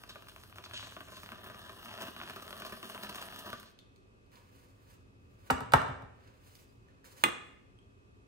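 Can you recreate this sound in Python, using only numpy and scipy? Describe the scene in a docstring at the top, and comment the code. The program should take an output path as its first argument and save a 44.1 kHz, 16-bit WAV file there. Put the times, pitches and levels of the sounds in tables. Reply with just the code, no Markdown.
"""A hard-walled kitchen with a humming fridge, heard by a phone with two microphone ports.
In front of it a cream dispenser sputters foam into a glass: gas pockets pop in the nozzle over a jet hiss.
Then sleeves rustle, the steel canister is set down twice on a stone counter and a small hard part clacks down.
Noise and short pushes drive ringing modes; noise bursts make hiss, cloth and grit; noise tails make the room."""
import sys
import numpy as np
from scipy import signal
from scipy.fft import rfft, irfft, next_fast_len
from scipy.io import wavfile
from scipy.ndimage import uniform_filter1d

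SR = 44100
rng = np.random.default_rng(int(sys.argv[2]) if len(sys.argv) > 2 else 0)


def to_wav(s):
    """Save 16-bit WAV."""
    ch = np.atleast_2d(s).T  # columns
    pcm = np.round(np.clip(ch, -1, 1) * 32767)  # PCM
    wavfile.write(sys.argv[1], SR, pcm.astype(np.int16))


def amplitude_ratio(level_db):
    """Convert a level in decibels to the matching linear amplitude (field) ratio."""
    exponent = np.asarray(level_db, float) / 20
    return 10 ** exponent


N = 364707
TIME = np.arange(N) / SR
HZ = np.fft.rfftfreq(next_fast_len(N), 1 / SR)

# Course of the spray. Each row: time in seconds, foam flow in dB, jet hiss in dB.
SPRAY_COURSE = [(0.0, -59, -64), (0.46, -69.5, -65), (0.59, -66, -66), (0.82, -57, -62.5),
                (0.99, -68.5, -61.5), (1.3, -56.5, -62), (1.59, -55, -60.5), (1.94, -51, -56),
                (2.09, -49, -56.5), (2.14, -57.5, -61), (2.19, -52, -58.5), (2.35, -52, -60.5),
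                (2.67, -54.5, -58.5), (3.03, -50, -55), (3.37, -50.5, -56), (3.44, -49, -53),
                (3.49, -46.5, -54.5), (3.6, -66, -64), (3.72, -103, -73), (3.78, -120, -131)]
# Ring of a bursting gas pocket, only a cycle or two. Each row: pitch in Hz, level in dB, t60 in seconds.
POCKET_MODES = [(650, -16, .006), (1350, -1, .004), (1950, -2, .003), (2800, 0, .003), (3700, -4, .002)]


def level(x, db):
    """Set the rms level."""
    return x * amplitude_ratio(db) / np.sqrt(np.mean(x ** 2))


def shape(points, hz):
    """Value of a (Hz, value) table on a log-frequency axis, held flat beyond its ends."""
    f, v = np.transpose(points)
    return np.interp(np.log(hz + 1), np.log(f), v)


def colour(x, points):
    """Filter by a (Hz, dB) spectrum."""
    size = next_fast_len(N)
    return irfft(rfft(x, size) * amplitude_ratio(shape(points, HZ)), size)[:N]


def curves(table):
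    """Columns of dB as gains at every sample, silent outside the table."""
    s, *columns = np.transpose(table)
    return [amplitude_ratio(np.interp(TIME, s, column, left=-150, right=-150)) for column in columns]


def walk(rate):
    """Random levels held 1 / rate s and slewed; spread near 1."""
    hold = int(SR / rate)
    return uniform_filter1d(np.repeat(rng.standard_normal(N // hold + 1), hold), hold)[:N]


def swells(s, db, rise_s, fall_s, hold_s):
    """Gain that climbs 20 dB in the rise time to each peak, holds and sinks 20 dB in the fall time."""
    gain = np.zeros(N)
    for at, top, rise, fall, hold in zip(s, db, rise_s, fall_s, hold_s):
        before = (at - TIME) / max(rise, .002)
        after = (TIME - at - hold) / max(fall, .002)
        gain += amplitude_ratio(top - 20 * np.maximum(np.maximum(before, after), 0))
    return gain


def ring(x, modes):
    """Decaying modes (Hz, dB, t60 of 2 ms or more) struck by x, neighbours in opposite phase."""
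    out = 0
    for k, (hz, db, t60) in enumerate(modes):
        pole = np.exp(2j * np.pi * hz / SR - np.log(1000) / (max(t60, .002) * SR))
        out = out + (-1) ** k * amplitude_ratio(db) * signal.lfilter([1], [1, -pole], x).imag
    return out


def blows(times, dbs, contact_ms):
    """Half-sine pushes of unit area; a longer contact is duller."""
    out = np.zeros(N)
    for s, db, ms in zip(times, dbs, contact_ms):
        phase = np.minimum(np.arange(128) / (ms * SR / 1000), 1)
        push = np.maximum(np.sin(np.pi * phase), 0)
        start = int(s * SR)
        out[start:start + 128] += amplitude_ratio(db) * push / push.sum()
    return out


def puffs(times, dbs, decay_ms):
    """Noise bursts that start at once and die away."""
    starts = blows(times, dbs, np.full(len(times), .05))
    envelope = signal.lfilter([1], [1, -np.exp(-1000 / (decay_ms * SR))], starts)
    return envelope * rng.standard_normal(N)


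def place(x, lag_ms, pan_db, early_db, tail_db):
    """Direct sound reaches the right port first; counter echoes and the room tail differ at each port."""
    # Decay of the kitchen. Each row: frequency in Hz, t60 in seconds.
    room_t60 = [(100, 0.31), (250, 0.76), (500, 0.78), (1000, 0.56), (2000, 0.72), (4000, 0.57),
                (8000, 0.53), (14000, 0.063)]
    t = TIME[:SR]
    noise = rfft(rng.standard_normal((2, SR)))
    octaves = np.log2(np.arange(noise.shape[1]) + 1)
    tail = np.zeros((2, SR))
    for hz in 60 * 2 ** np.arange(0, 8.5, .5):
        band = irfft(noise * np.maximum(1 - 2 * abs(octaves - np.log2(hz)), 0), SR)
        tail += band * np.exp(-np.log(1000) * t / shape(room_t60, hz))
    tail = tail * np.minimum(t / 0.0006, 1)
    early = rng.standard_normal((2, SR)) * np.exp(-t / 0.019) * (t > .0015)
    response = (level(tail, tail_db) + level(early, early_db)) / np.sqrt(SR)  # energy beside the direct sound
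    response[0, int(round(lag_ms * SR / 1000))] += amplitude_ratio(pan_db / 2)  # positive pan is to the left
    response[1, 0] += amplitude_ratio(-pan_db / 2)
    return signal.fftconvolve(x[None], response, axes=1)[:, :N]


def kitchen():
    """Narrow noise bands waver as fridge lines, alike at both ports; the room air differs between them."""
    # Fridge lines. Each row: frequency in Hz, level in dB, width in Hz.
    lines = [(92, -65, 19), (112.6, -68, 7.1), (273.2, -75, 7.1), (387, -82, 12)]
    # Swell of the two lowest lines. Each row: time in seconds, relative level in dB.
    low_swell = [(0.0, -69), (0.14, -70), (0.87, -62), (1.77, -69), (2.44, -65), (2.88, -74), (3.45, -67.5),
                 (3.8, -71.5), (5.57, -62.5), (5.83, -53.5), (6.17, -66.5), (8.27, -68.5)]
    # Steady tones. Each row: frequency in Hz, level in dB.
    tones = [(1179, -89), (2541, -86.5), (2600, -90.5)]
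    # Spectrum of the room air. Each row: frequency in Hz, relative level in dB per Hz.
    air_spectrum = [(16, -44), (28, -0.5), (109, -14.5), (216, -10.5), (268, -19.5), (388, -13.5),
                    (754, -29.5), (1220, -31), (1590, -38), (2240, -38), (2560, -35), (3080, -38),
                    (8460, -46.5), (13300, -54.5), (16000, -69.5)]
    mid, side = rng.standard_normal((2, N))
    side = colour(side, [(60, 12.5), (200, -1.0), (500, -1.5), (1500, 11.5), (4000, 3.0)])
    air = level(np.array([colour(mid + side, air_spectrum), colour(mid - side, air_spectrum)]), -56)
    hum = [level(ring(rng.standard_normal(N), [(hz, 0, 2.3 / width)]), db) for hz, db, width in lines]
    swell = curves(low_swell)[0]
    low_hum = (hum[0] + hum[1]) * swell / np.sqrt(np.mean(swell ** 2))
    whine = sum(level(np.sin(2 * np.pi * hz * TIME), db) for hz, db in tones)
    return air + whine + sum(hum[2:]) + low_hum


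def rustle():
    """Sleeves and hands move: cloth slides with a fine grain, under a sheen of nearly white noise."""
    # Each row: peak time in seconds, cloth level in dB, sheen level in dB, rise and fall over 20 dB in seconds.
    moves = [(4.328, -65.5, -68, 0.028, 0.24), (4.55, -72, -69.5, 0.069, 0.41),
             (4.908, -68, -67, 0.12, 0.09), (5.472, -64.5, -64.5, 0.17, 0.14),
             (6.269, -66.5, -78.5, .2, 0.2), (6.46, -76, -72.5, 0.091, 0.23), (6.561, -79.5, -66, 0.22, .2),
             (6.9, -75, -95, 0.1, .3), (7.049, -67, -61.5, .006, 0.32), (7.223, -64, -59, 0.085, .03)]
    # Spectrum of the cloth. Each row: frequency in Hz, relative level in dB per Hz.
    cloth_spectrum = [(290, -38), (500, 2), (585, -1.5), (637, -6.5), (693, -7), (1060, -1), (3590, -12.5),
                      (9000, -26), (11700, -34), (19800, -120)]
    s, body_db, sheen_db, rise_s, fall_s = np.transpose(moves)
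    grain = rng.standard_normal((2, N)) * amplitude_ratio(3.0 * walk(60))
    cloth = level(colour(grain[0], cloth_spectrum), 0)
    sheen = level(colour(grain[1], [(5000, -5.0), (9000, -6.0), (12000, -6.0), (15000, -3.0)]), 0)
    no_hold = 0 * s
    return swells(s, body_db, rise_s, fall_s, no_hold) * cloth + swells(s, sheen_db, rise_s, fall_s, no_hold) * sheen


def ticks():
    """Each tick of lever and metal is a short ring at its own pitch and a tiny crack."""
    # Each row: start in seconds, level in dB, pitch in Hz, ring t60 in seconds, grit against the level in dB.
    small_ticks = [(3.7894, -43.5, 3300, 0.011, -10.5), (3.79, -56, 3600, .06, -16),
                   (3.792, -57, 4380, 0.036, -34), (3.961, -63, 2300, 0.0082, 3),
                   (4.263, -68, 2500, .008, -4.5), (4.318, -55, 1960, 0.0071, -8),
                   (4.3558, -55, 2540, .008, 2.5), (6.2757, -51.5, 1750, 0.0066, -10),
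                   (6.279, -59, 4700, 0.01, -12), (6.553, -57, 4700, 0.012, 8.5),
                   (6.69, -67, 4830, 0.11, -20), (6.885, -57, 1797, .03, -14.5),
                   (7.0432, -43.5, 1665, 0.0073, -8), (7.788, -53, 3233, 0.029, -18),
                   (7.7877, -59.5, 8380, 0.013, -23)]
    rings = sum(ring(blows([s], [db], [.1]), [(hz, -4, t60)]) for s, db, hz, t60, _ in small_ticks)
    s, db, _, _, grit_db = np.transpose(small_ticks)
    crack = amplitude_ratio(11.5) * puffs(s, db + grit_db, 0.58)
    grit = amplitude_ratio(-6.0) * puffs(s, db + grit_db, 7.5)
    return rings + colour(crack + grit, [(900, -31), (2000, -7.5), (4000, 0.0), (8000, -11.5), (15000, -10.5)])


def knocks(table, modes, crack_spectrum):
    """A blow rings the object, thuds in the counter and cracks at the contact."""
    # Counter and cupboard below. Each row: pitch in Hz, level in dB, t60 in seconds.
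    counter_modes = [(53.4, -16.5, .12), (72, -16, 0.29), (93.7, -12, 0.29), (122, -2, 0.12),
                     (167, 2.5, 0.043), (199.2, -3.5, 0.1), (261.7, -3.5, 0.2), (370, -8.5, 0.068),
                     (405, -1, 0.13), (426, 5.5, 0.033)]
    s, body_db, thud_db, crack_db, ms = np.transpose(table)
    body = amplitude_ratio(-0.5) * ring(blows(s, body_db, ms), modes)
    thud = amplitude_ratio(-6.0) * ring(blows(s, thud_db, 3 * ms), counter_modes)
    snap = amplitude_ratio(24.0) * blows(s, crack_db, np.full(len(s), .06))
    grit = amplitude_ratio(-1.0) * puffs(s, crack_db, 3.3)  # under the rim
    return body + thud + colour(snap + grit, crack_spectrum)


def small_part():
    """A small hard part clacks down; it is too small to radiate bass."""
    # Each row: start in seconds, body, thud and crack levels in dB, contact in ms.
    clacks = [(7.2384, -15.5, -21, -17.5, 0.27), (7.2417, -28, -56, -45.5, 0.32),
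              (7.2442, -31.5, -58, -45, 0.22), (7.262, -17, -21, -46, 1.05),
              (7.2865, -23.5, -51.5, -42, 0.71)]
    # Modes of the part. Each row: pitch in Hz, level in dB, t60 in seconds.
    part_modes = [(355, -10, 0.13), (465, -14, 0.13), (888, -12, 0.025), (1000, -4, 0.012),
                  (1275, -13, 0.13), (1650, -6, 0.012), (1860, 15.5, 0.002), (2037, -10, 0.09),
                  (2200, -5, 0.012), (2495, -6, 0.045), (2541, -19, 0.12), (2828, -3, 0.035),
                  (3200, -10, 0.012), (3472, -14, 0.08), (3612, -15, 0.07), (4285, -19, 0.05),
                  (8400, 11, 0.007)]
    # Spectrum of the crack. Each row: frequency in Hz, gain in dB.
    crack_spectrum = [(2000, -4), (3500, 2), (4500, -13), (6500, -13), (8300, -4), (10000, -13.5),
                      (13000, -9), (16000, -9.5)]
    # Weak bass. Each row: frequency in Hz, gain in dB.
    weak_bass = [(120, -22), (190, -11), (330, -9), (600, -7), (900, 2.5)]
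    return colour(knocks(clacks, part_modes, crack_spectrum), weak_bass)


def canister():
    """The steel canister meets the counter in two clusters of blows that ring its wall."""
    # Each row: start in seconds, body, thud and crack levels in dB, contact in ms.
    contacts = [(5.5005, -14.5, -25.5, -43.5, 0.25), (5.5045, -12.5, -16.5, -26.5, 0.49),
                (5.508, -23, -24.5, -26, 0.6), (5.532, -36.5, -45.5, -63, 0.8),
                (5.555, -39, -44, -54.5, 0.35), (5.58, -34, -49.5, -53.5, 0.52),
                (5.606, -27.5, -33, -41.5, 0.56), (5.622, -39, -40, -57, 0.7),
                (5.66, -40.5, -50.5, -61, 0.65), (5.7215, -29, -55, -34, 0.26),
                (5.736, -3, -13.5, -20, 0.41), (5.7385, -16.5, -40.5, -27.5, 0.65),
                (5.7415, -7, -29, -47, 0.73), (5.817, -41, -39, -44.5, 0.85), (5.88, -28, -28.5, -52.5, 1),
                (5.895, -26, -29, -60, 0.93), (6.022, -34.5, -34, -58, 0.84)]
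    # Modes of the canister wall. Each row: pitch in Hz, level in dB, t60 in seconds.
    wall_modes = [(610, -11, 0.048), (740, -4.5, 0.02), (818, -3.5, 0.035), (944, 0, 0.023),
                  (1040, -8, 0.038), (1164, -2.5, 0.025), (1242, 8, 0.0017), (1290, -1.5, 0.036),
                  (1493, 4.5, 0.015), (1665, -4.5, 0.023), (1790, -7, 0.02), (2320, -3, 0.015),
                  (2800, -2, 0.011), (4180, -21, .006)]
    # Spectrum of the crack. Each row: frequency in Hz, gain in dB.
    crack_spectrum = [(2000, -9.5), (3500, 3), (5000, -6), (6500, -8), (8300, -2.5), (10000, -8),
                      (13000, -5.5), (16000, -6)]
    return knocks(contacts, wall_modes, crack_spectrum)


def scattered(x):
    """The wall just behind the canister gives each port its own quick copy of a knock."""
    # Wall echo at the left, then the right port. Each row: delay in ms, level against the knock in dB.
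    wall_echo = [(1.05, -5), (1.7, -5)]
    echo = [amplitude_ratio(db) * np.interp(TIME - ms / 1000, TIME, port) for port, (ms, db) in zip(x, wall_echo)]
    return (x + echo) * amplitude_ratio(-5.0)


def pockets(hiss):
    """The loud gas pockets, joined by lesser ones at chance moments that grow with the jet."""
    # Loudest pockets. Each row: start in seconds, level in dB, then brightness and following spurt in dB.
    loud_pockets = [(0.036, -37.5, -14, -17), (0.093, -43.5, -15, -3), (0.156, -39.5, -25, -6),
                    (0.222, -43.5, -15, -13.5), (0.269, -46, -21, -15), (0.284, -40, -10, -15),
                    (0.361, -38.5, -17, -13), (0.381, -48, -16, -20), (0.435, -42, -10.5, -13),
                    (0.496, -53.5, -14, -3.5), (0.525, -42, -21, -18), (0.558, -42, -14, -15),
                    (0.572, -49, -14, -16), (0.583, -34, -20, -14.5), (0.639, -38.5, -17, -19),
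                    (0.659, -39, -20, -14), (0.71, -35.5, -24, -15), (0.734, -37.5, -21, -9),
                    (0.794, -34.5, -27, -17), (0.827, -37, -29, -10), (0.869, -37, -26, -17),
                    (0.909, -52, -5, -10), (0.921, -39.5, -20, -17), (0.965, -34, -29, -10),
                    (1.005, -35.5, -20, -10), (1.083, -42, -22, -5.5), (1.119, -45.5, -19, 0),
                    (1.169, -40.5, -17, -5), (1.232, -37, -16, -8.5), (1.26, -36.5, -17, -22),
                    (1.289, -35.5, -23, -19), (1.318, -35.5, -21, -6.5), (1.381, -46, -23, -19),
                    (1.442, -42, -12, -11), (1.461, -39.5, -33, -12), (1.498, -41.5, -23, -2.5),
                    (1.544, -39.5, -29, -9), (1.586, -56, -7, -5), (1.661, -43, -27, -13),
                    (1.684, -45, -26, -17), (1.693, -38, -24, -6), (1.803, -50, -23, -19),
                    (1.828, -40, -27, -22), (1.858, -37.5, -24, -22), (1.888, -39, -21, -24),
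                    (1.912, -37, -19, -22), (1.948, -43, -14, -14), (1.976, -35, -22, -12),
                    (1.985, -37.5, -27, -12), (2.006, -36.5, -22, -7.5), (2.028, -34.5, -14, -10),
                    (2.068, -38, -20.5, -7.5), (2.081, -39.5, -26, -7.5), (2.147, -57, -25, -16),
                    (2.163, -34, -21, -9.5), (2.2, -32, -27, -15), (2.213, -30, -30, -16),
                    (2.233, -35, -27, -15), (2.256, -44, -20, -24), (2.275, -38, -35, -12),
                    (2.297, -32.5, -15, -12), (2.36, -38, -21, -2.5), (2.397, -39, -20, -22),
                    (2.423, -43, -6.5, -9.5), (2.456, -45, -23, -16), (2.478, -35.5, -13, -16),
                    (2.506, -36.5, -11.5, -12.5), (2.527, -31.5, -21, -12), (2.576, -42, -7, -11),
                    (2.599, -41, -12, -3.5), (2.619, -33, -19, -9.5), (2.649, -37, -14, -8),
                    (2.664, -36, -13.5, -9.5), (2.696, -42, -12, -8), (2.722, -38, -18, -3),
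                    (2.768, -44, -23, -10), (2.828, -35, -20, -4.5), (2.846, -46, -23, -5),
                    (2.897, -34, -15, -10), (2.946, -36.5, -25, -3.5), (2.977, -34.5, -16, -20),
                    (3.009, -53, -9, -24), (3.033, -33, -13.5, -7), (3.068, -37, -24, -15),
                    (3.094, -35, -11, -7.5), (3.126, -37, -8, -26), (3.146, -34, -11, -13),
                    (3.157, -37, -5, -15), (3.182, -33, -23, -10.5), (3.208, -45, -29, -20),
                    (3.224, -32, -14, -14), (3.285, -36, -29, -28), (3.324, -40, -15, -13),
                    (3.36, -36, -10, -13), (3.39, -46.5, 1, -8), (3.442, -48, -21, -16),
                    (3.455, -53, -15, -19), (3.502, -37, -6, -20), (3.529, -29.5, -22, -9),
                    (3.598, -44.5, -4, -12), (3.629, -42.5, -12, -15)]
    small_per_s, over_hiss_db, scatter_db, bright_db, spurt_db = 7, 15, 3.5, -19, -19.
    end_s = SPRAY_COURSE[-1][0]
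    when, size, tone = rng.random((int(small_per_s * end_s), 3)).T
    s = when * end_s
    db = 20 * np.log10(hiss[(s * SR).astype(int)]) + over_hiss_db + scatter_db * (2 * size - 1)
    bright = bright_db + scatter_db * (2 * tone - 1)
    small = np.array([s, db, bright, np.full(len(s), spurt_db)])
    return np.hstack([np.transpose(loud_pockets), small])


def bursts(times, dbs):
    """Each pocket rings at a pitch set by its own size; a larger one is lower and longer."""
    out, t = np.zeros(N), TIME[:400, None]
    hz, db, t60 = np.transpose(POCKET_MODES)
    sign = (-1.) ** np.arange(len(hz))
    sizes = 2 ** (.13 * rng.standard_normal(len(times)))  # spread in octaves
    for s, top_db, size in zip(times, dbs, sizes):
        decay = np.exp(-np.log(1000) * t / (t60 * size))
        pop = sign * amplitude_ratio(db) * np.sin(2 * np.pi * hz * t / size) * decay
        start = int(s * SR)
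        out[start:start + len(t)] += amplitude_ratio(top_db) * pop.sum(axis=1)
    return out


def slosh(x, modes):
    """Modes wander slightly in pitch and strength at random, each on its own."""
    drift, waver_db = .02, 2  # drift is a share of the pitch
    out = 0
    for k, (hz, db, t60) in enumerate(modes):
        turn = np.exp(2j * np.pi * np.cumsum(hz * (1 + drift * walk(9))) / SR)
        held = signal.lfilter([1], [1, -np.exp(-np.log(1000) / (t60 * SR))], x / turn)
        out = out + (-1) ** k * amplitude_ratio(db + waver_db * walk(14)) * (held * turn).imag
    return out


def patchy(x, patch_db, rate):
    """Stretches of 0.6 octave swell and sink each on its own; all below 2 kHz goes with the lowest."""
    size = next_fast_len(N)
    spectrum = rfft(x, size)
    octaves = np.log2(np.clip(HZ, 2000, 16000) / 2000)
    bands = [irfft(spectrum * np.maximum(1 - abs(octaves / .6 - k), 0), size)[:N] for k in range(6)]
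    return sum(band * amplitude_ratio(patch_db * walk(rate)) for band in bands)


def spray():
    """Clustered gas bursts ring the nozzle; each big one lets a spurt through; the jet hisses along."""
    # Modes of nozzle and glass. Each row: pitch in Hz, nominal width in Hz, level in dB.
    nozzle = [(215, 70, -4), (375, 60, -7.5), (640, 105, 0), (1004, 45, -7), (1164, 70, -2.5),
              (1295, 50, -9), (1477, 120, -3), (1600, 170, 1), (1830, 190, -3), (2200, 400, -5),
              (2500, 400, 1), (2900, 530, 4), (3720, 600, 2)]
    # Spectrum of the jet hiss. Each row: frequency in Hz, relative level in dB per Hz.
    jet_spectrum = [(2000, -16.5), (3300, -21), (4100, -2), (5350, -6), (6400, -10), (7500, -17),
                    (8200, -11.5), (10000, -8), (14900, -4), (16000, -8)]
    # Spectrum of the wet squirts. Each row: frequency in Hz, relative level in dB per Hz.
    wet_spectrum = [(1000, -50), (1600, 6), (2200, -4.5), (2600, 7), (3300, 9), (4200, 8), (5200, -2),
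                    (6600, -1.5), (8500, -10), (10300, -14), (15600, -44)]
    # Wet squirts out of the tip. Each row: peak time in seconds, level in dB, rise over 20 dB in seconds,
    # hold in seconds, fall over 20 dB in seconds.
    wet_squirts = [(0.092, -49.5, 0.003, 0.0082, 0.095), (0.287, -57, .01, 0.0081, 0.029),
                   (0.64, -52.5, 0.0052, 0.011, 0.027), (0.737, -43, 0.0054, 0.03, 0.2),
                   (1.15, -56.5, 0.12, 0.032, 0.18), (2.015, -64, 0.052, 0.035, 0.037),
                   (2.172, -62.5, .04, 0.15, 0.12), (2.596, -57, 0.06, 0.03, 0.14),
                   (2.83, -61, 0.044, 0.1, 0.091), (3.027, -48.5, 0.005, 0.0098, 0.052),
                   (3.147, -53, 0.014, 0.012, 0.066), (3.343, -55.5, 0.013, 0.053, 0.068),
                   (3.56, -59, 0.032, 0.03, 0.039), (3.666, -62, 0.013, 0.017, 0.018)]
    flow, hiss = curves(SPRAY_COURSE)
    s, db, bright_db, spurt_db = pockets(hiss)
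    modes = [(hz, mode_db, 2.84 / width) for hz, width, mode_db in nozzle]

    clusters = amplitude_ratio(2.3 * walk(70))
    chance = rng.random((2, N))
    bubbles = chance[0] < 800 / SR  # about 800 a second
    crackle = bubbles * amplitude_ratio(-3.5 * np.log(chance[1] + 0.017)) * clusters  # few large, many small
    gurgle = level(crackle - crackle.mean(), 0) + level(rng.standard_normal(N) * clusters, -14.5)
    foam = level(slosh(gurgle, modes), -2.5) + level(ring(gurgle, POCKET_MODES), -8.0)
    foam = flow * amplitude_ratio(1.2 * walk(18)) * foam

    pop_s = s + 0.001195  # each pop starts about a millisecond after its leak noise
    pops = -amplitude_ratio(4.5) * colour(bursts(pop_s, db), [(300, -21), (900, 0.0)])
    spurts = slosh(puffs(s, db + spurt_db, 14.5), modes)
    spurts = amplitude_ratio(-24.5) * colour(spurts, [(200, -2), (700, -1), (1200, -1.5)])
    leak = puffs(s, db + bright_db, 0.64) * amplitude_ratio(13)
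    longer_leak = puffs(s, db + bright_db + spurt_db, 8.7) * amplitude_ratio(19)
    spit = colour(leak + longer_leak, jet_spectrum)

    flutter = amplitude_ratio(3 * walk(70)) * np.sqrt(clusters)
    jet = level(colour(rng.standard_normal(N) * flutter + 1.17 * gurgle, jet_spectrum), 0.91)
    wet = rng.standard_normal(N) * amplitude_ratio(2.0 * walk(150)) + 0.6 * gurgle
    wet = level(colour(wet, wet_spectrum), -2.65)
    at, peak_db, rise_s, hold_s, fall_s = np.transpose(wet_squirts)
    wet_gain = swells(at, peak_db, rise_s, fall_s, hold_s) + amplitude_ratio(-15) * hiss  # a steady dribble follows the jet
    return foam + pops + spurts + spit + patchy(hiss * jet + wet_gain * wet, patch_db=2.5, rate=25)


def scene():
    """Spray in front of the phone, hands and knocks off to the right, the kitchen all round."""
    hands = place(rustle() + ticks(), lag_ms=.43, pan_db=-3.5, early_db=-6, tail_db=-5.5)
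    steel = scattered(place(canister(), lag_ms=.2, pan_db=-2.5, early_db=-7, tail_db=-8.5))
    part = place(small_part(), lag_ms=.43, pan_db=-5, early_db=-7, tail_db=-11.5)
    foam = place(spray(), lag_ms=.13, pan_db=1.0, early_db=-17, tail_db=-11)
    return kitchen() + hands + steel + part + foam


def roll_off(x):
    """The treble ends steeply here."""
    return signal.sosfilt(signal.butter(12, 16650, fs=SR, output="sos"), x)


def record(dry):
    """Deep bass is cut, the low bass is narrowed; the top octave is nearly mono, taken from the right channel."""
    dry = signal.sosfilt(signal.butter(N=6, Wn=40, btype="high", fs=SR, output="sos"), dry)
    mid, side = (dry[0] + dry[1]) / 2, (dry[0] - dry[1]) / 2
    mid = mid - colour(side, [(8000, -40), (10000, 0)])  # mid minus side is the right channel
    mid = colour(mid, [(9000, 1.5), (11000, -5.0), (15700, -4.0), (16100, -41.5)])
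    side = colour(side, [(35, -24.5), (60, -8.0), (150, -7.5), (320, 2.5), (9000, -1.0), (11000, -15.5),
                         (15700, -19.5), (16100, -68.0)])
    return roll_off(np.array([mid + side, mid - side]))


dry = scene()
out = record(dry)
to_wav(out)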